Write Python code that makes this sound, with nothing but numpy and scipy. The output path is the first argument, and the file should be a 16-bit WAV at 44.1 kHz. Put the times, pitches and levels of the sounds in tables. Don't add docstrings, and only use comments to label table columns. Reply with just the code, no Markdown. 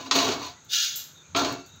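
import sys
import numpy as np
from scipy import signal
from scipy.fft import rfft, irfft
from scipy.io import wavfile
from scipy.ndimage import uniform_filter1d

SR = 44100
rng = np.random.default_rng(int(sys.argv[2]) if len(sys.argv) > 2 else 0)


def inscribe(sig):
    pcm = np.round(np.clip(np.atleast_2d(sig).T, -1, 1) * 32767)
    wavfile.write(sys.argv[1], SR, pcm.astype(np.int16))


N = 79380
T = np.arange(N) / SR

# pitch_hz, level_db
HISS_COLOUR = [(25, -16), (75, -5.5), (155, 1.5), (200, -3), (300, -4.5), (450, -6), (750, -10), (900, -6),
               (1050, -11), (1400, -2), (1850, -13), (2400, -10.5), (3000, -14.5), (3750, -6.5),
               (5200, -20), (6550, 1), (8000, -20.5), (10000, -50), (12500, -32), (15500, -30)]
ROAR_COLOUR = [(30, -24), (60, -13), (90, 1.5), (125, -3), (155, -2), (200, -12), (300, -21), (700, -33),
               (2000, -64), (8000, -90)]
# time_s, level_db
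ROAR_LEVEL = [(0, -52), (.15, -70), (.28, -43), (.48, -53.5), (.58, -71), (.67, -58), (.8, -86), (.94, -61),
              (1.07, -64), (1.22, -63), (1.33, -50.5), (1.52, -44), (1.68, -60), (1.78, -53)]
# start_s, length_s, pitch_hz, level_db (peak)
SQUEAKS = [(0, 0.14, 268, -39.5), (0, 0.091, 1012, -46), (0.124, .21, 271, -23.5), (0.228, 0.1, 395, -34),
           (0.165, 0.043, 678, -27.5), (0.394, 0.12, 1000, -40.5), (0.432, 0.12, 706, -47.5),
           (0.544, 0.065, 1963, -59), (0.688, 0.027, 3530, -41), (0.736, 0.042, 4095, -25),
           (1.139, 0.1, 3660, -51.5), (1.209, 0.095, 2420, -60.5), (1.345, 0.032, 1075, -28),
           (1.348, 0.083, 1359, -25.5), (1.35, 0.068, 686, -28), (1.513, .13, 365, -45.5),
           (1.62, 0.067, 4520, -54), (1.66, 0.16, 3770, -54)]
# start_s, level_db, ring_s (t60 given to wash)
RIM_TICKS = [(0.461, -22.5, .08), (.648, -30, 0.12), (1.526, -18, 0.031), (1.662, -26.5, .25),
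             (1.759, -36, .06)]
# pitch_hz, level_db, t60_s
RIM_MODES = [(3700, -27, 0.2), (6912, -15, .27), (7467, -12, .35), (7550, -10.5, 0.23), (10120, -18, 0.34),
             (11360, -25, 0.37), (12400, -20, 0.26), (12810, -9, 0.29), (13510, -22, .19),
             (14010, -2.5, 0.28), (14590, -9, 0.24), (15400, -8, 0.19)]
# pitch_hz, level_db
TICK_COLOUR = [(1500, -20.5), (4000, -20), (7000, 4), (9500, -27), (12500, -6), (15500, -4.5)]
# pitch_hz, level_db, t60_s
STOVE_MODES = [(273.8, -0.5, 0.16), (306.6, -9.5, 0.054), (363.7, -6.5, 0.11), (417.5, -3, 0.17),
               (626, -8.5, 0.049), (686, -3.5, 0.26), (791, -15, 0.061), (1049, -17, 0.2),
               (1118.4, -13.5, .17), (1197.5, -8.5, 0.054), (1375, -15.5, 0.37), (2233, -15, 0.15),
               (2680, -22.5, 0.6)]
PAN_MODES = [(3238, -1, 0.075), (3577, -8, 0.04), (3770, 4, 0.26), (3738, 10.5, 0.061), (3790, -5, .12),
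             (4240, -9, 0.092), (4240, 1, 0.18), (5980, 18, 0.052), (6290, -9, .15), (6740, -1, 0.3)]
# start_s, clack_db (in the pan), thud_db (in the stove), hardness_hz (contact low-pass)
KNOCKS = [(0.1115, 11.5, -5.5, 9700), (0.155, -1, -1, 15000), (0.187, 4, -3, 9300),
          (0.2882, -1.5, 0.5, 9000), (0.3206, -1.5, -8, 8800), (1.349, 8, 0.5, 2600),
          (1.3626, 2, -1.5, 9000), (1.4465, 0, -5, 9000)]
# time_s, level_db
EDGE_SLIDE = [(.688, -54), (.696, -44.5), (.712, -33.5), (.734, -21.5), (.785, -24.5), (.84, -24),
              (.89, -31), (.94, -37), (1.0, -40), (1.05, -48), (1.12, -58)]
# time_s, judder_db (low), grit_db
FIRST_DRAG = [(0, -35.5, -38.5), (.042, -55, -48), (.064, -41.5, -40), (.10, -50, -57.5), (.148, -31, -24),
              (.158, -23.5, -20.5), (.2, -29, -24), (.28, -28.5, -29.5), (.338, -32.5, -34),
              (.38, -36, -44.5), (.43, -40.5, -36), (.494, -55.5, -42.5), (.54, -62, -58)]
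SECOND_DRAG = [(1.348, -41, -58), (1.364, -29, -23.5), (1.39, -27.5, -26.5), (1.438, -29, -35),
               (1.45, -29, -33.5), (1.53, -35.5, -38.5), (1.57, -43.5, -51), (1.62, -61, -53)]
# pitch_hz, level_db
JUDDER_COLOUR = [(40, -36), (85, -4.5), (185, -14.5), (270, -2), (420, 1.5), (510, -0.5), (700, -2),
                 (1200, 0.5), (1700, -6), (3000, -47), (9000, -76)]
GRIT_COLOUR = [(200, -28), (600, -15), (1100, 3.5), (1500, -5.5), (2000, -6.5), (2900, 0.5), (3400, -2.5),
               (4150, 4.5), (5100, -5), (6700, -3), (8300, -22.5), (10000, -34), (12500, -34), (15500, -16)]
RASP_COLOUR = [(100, -72), (500, -73), (1050, -31), (1400, -10), (1700, -6), (2300, -10.5), (3100, 1.5),
               (3800, 2.5), (4800, -2), (6700, 2.5), (8100, -20), (10500, -28), (12500, -20),
               (15300, -13.5)]
FIZZ_COLOUR = [(5000, -23), (8000, -3), (10500, -8), (12500, 1), (15500, -1.5)]

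HISS_DB = -55
KITCHEN_T60_S, KITCHEN_DB, KITCHEN_DULL_HZ, KITCHEN_BUILD_S = 0.36, -10, 7240, 0.0088
SQUEAK_WAVER, SQUEAK_WAVER_S = 0.0294, 0.00308
TING_S, TING_DB = 0.9587, -30
TING_CRACK_DB, TING_CRACK_T60_S = -4, 0.45
TICK_CLICK_S, TICK_CLICK_DB = 0.008, -9
CONTACT_S = 0.017
JUDDERS_PER_S, GRAINS_PER_S, RASP_GRAINS_PER_S = 500, 1500, 3000
FIZZ_DB, FIZZ_GROWTH = 4, 2.19
LOW_CUT_HZ, HIGH_CUT_HZ = 53, 15800


def from_db(db):
    return 10 ** (np.asarray(db) / 20)


def unit(x):
    return x / np.sqrt(np.sum(x ** 2) + 1e-20)


def through(x, response):
    return signal.fftconvolve(x, response)[:N]


def low_pass(x, cutoff_hz):
    return signal.sosfilt(signal.butter(2, cutoff_hz, fs=SR, output="sos"), x)


def level(rows, column=1):
    rows = np.array(rows)
    times, db = rows[:, 0], rows[:, column]
    before = -120 if times[0] > 0.1 else db[0]
    return from_db(np.interp(T, times, db, left=before, right=-120))


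def colour(x, spectrum, size=8192):
    hz, db = np.transpose(spectrum)
    grid = np.maximum(np.arange(size // 2 + 1) * SR / size, 1)
    gain = from_db(np.interp(np.log(grid), np.log(hz), db))
    cepstrum = irfft(np.log(gain))
    cepstrum[1:size // 2] *= 2
    cepstrum[size // 2 + 1:] = 0
    response = irfft(np.exp(rfft(cepstrum)))
    return through(x, unit(response))


def dying(t60):
    return np.exp(-np.log(1000) * T / t60)


def wash(t60):
    spectrum = rfft(rng.standard_normal(N) * dying(t60))
    smooth_power = uniform_filter1d(np.abs(spectrum) ** 2, size=500)
    even = irfft(spectrum / np.sqrt(smooth_power + 1e-12), N)
    return unit(even * dying(4 * t60))


def ringing(modes):
    response = np.zeros(N)
    for k, (hz, db, t60) in enumerate(modes):
        mode = unit(np.sin(2 * np.pi * hz * T) * dying(t60))
        response += from_db(db) * (-1) ** k * mode
    return response


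def blow(time_s, db):
    out = np.zeros(N)
    out[int(time_s * SR)] = from_db(db)
    return out


def slips(per_s, spread_db, even_s=0.02):
    size_db = spread_db * np.minimum(rng.exponential(1, N), 4)
    sizes = from_db(size_db) * rng.choice([-1, 1], N)
    clicks = sizes * (rng.random(N) < per_s / SR)
    local_power = np.abs(uniform_filter1d(clicks ** 2, int(even_s * SR)))
    return clicks / np.sqrt(local_power + 1e-4)


def metal(force, spectrum, modes, wash_t60, wash_db, modes_db):
    crack = T == 0
    body = colour(from_db(wash_db) * wash(wash_t60) + crack, spectrum)
    response = unit(body) + from_db(modes_db) * unit(ringing(modes))
    return through(force, unit(response))


def flame():
    hiss = from_db(HISS_DB) * colour(rng.standard_normal(N), HISS_COLOUR)
    roar_gain = from_db(np.interp(T, *np.transpose(ROAR_LEVEL)))
    roar = roar_gain * colour(rng.standard_normal(N), ROAR_COLOUR)
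    return hiss + roar


def kitchen(pan):
    tail = unit(wash(KITCHEN_T60_S) * (1 - np.exp(-T / KITCHEN_BUILD_S)))
    return from_db(KITCHEN_DB) * through(pan, low_pass(tail, KITCHEN_DULL_HZ))


def squeaks():
    out = np.zeros(N)
    for start_s, length_s, hz, db in SQUEAKS:
        waver = uniform_filter1d(rng.standard_normal(N), int(SQUEAK_WAVER_S * SR))
        pitch = hz * (1 + SQUEAK_WAVER * waver / waver.std())
        tone = np.sin(2 * np.pi * np.cumsum(pitch) / SR)
        swell = np.sin(np.pi * np.clip((T - start_s) / length_s, 0, 1))
        out += from_db(db) * tone * swell
    return out


def rim():
    bell = sum(from_db(db) * np.sin(2 * np.pi * hz * T) * dying(t60) for hz, db, t60 in RIM_MODES)
    ting = through(blow(TING_S, TING_DB), bell)
    ticks = np.zeros(N)
    for start_s, db, ring_s in [(TING_S, TING_CRACK_DB, TING_CRACK_T60_S)] + list(RIM_TICKS):
        touch = wash(ring_s) + from_db(TICK_CLICK_DB) * wash(TICK_CLICK_S)
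        ticks += through(blow(start_s, db), touch)
    return ting + colour(ticks, TICK_COLOUR)


def edge():
    force = slips(RASP_GRAINS_PER_S, spread_db=1.0) * level(EDGE_SLIDE)
    return metal(force, RASP_COLOUR, PAN_MODES, wash_t60=0.041, wash_db=3.0, modes_db=-15.0)


def knocks():
    clack, thud = np.zeros(N), np.zeros(N)
    for start_s, clack_db, thud_db, hardness_hz in KNOCKS:
        chatter = low_pass(wash(CONTACT_S), hardness_hz)
        clack += through(blow(start_s, clack_db), chatter)
        thud += blow(start_s, thud_db)
    return (metal(clack, GRIT_COLOUR, PAN_MODES, wash_t60=0.17, wash_db=4.0, modes_db=-21.0)
            + metal(thud, JUDDER_COLOUR, STOVE_MODES, wash_t60=0.036, wash_db=0.0, modes_db=10.0))


def drags():
    shake = level(FIRST_DRAG, column=1) + level(SECOND_DRAG, column=1)
    load = level(FIRST_DRAG, column=2) + level(SECOND_DRAG, column=2)
    judder = slips(JUDDERS_PER_S, spread_db=3.0) * shake
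    grains = slips(GRAINS_PER_S, spread_db=2.5)
    stove = metal(judder, JUDDER_COLOUR, STOVE_MODES, wash_t60=0.025, wash_db=-16.0, modes_db=4.0)
    grit = metal(grains * load, GRIT_COLOUR, PAN_MODES, wash_t60=0.055, wash_db=8.0, modes_db=-14.0)
    crackle = through(grains * load ** FIZZ_GROWTH, wash(0.035))
    fizz = from_db(FIZZ_DB) * colour(crackle, FIZZ_COLOUR)
    return stove + grit + fizz


def scene():
    pan = drags() + knocks() + edge() + squeaks() + rim()
    return (pan + kitchen(pan) + flame())[None]


def record(dry):
    bass_cut = signal.butter(2, LOW_CUT_HZ, "high", fs=SR, output="sos")
    thin = signal.sosfilt(bass_cut, dry)
    top_cut = signal.firwin(401, HIGH_CUT_HZ, fs=SR)
    return signal.fftconvolve(thin, top_cut[None], mode="same")


dry = scene()
out = record(dry)
inscribe(out)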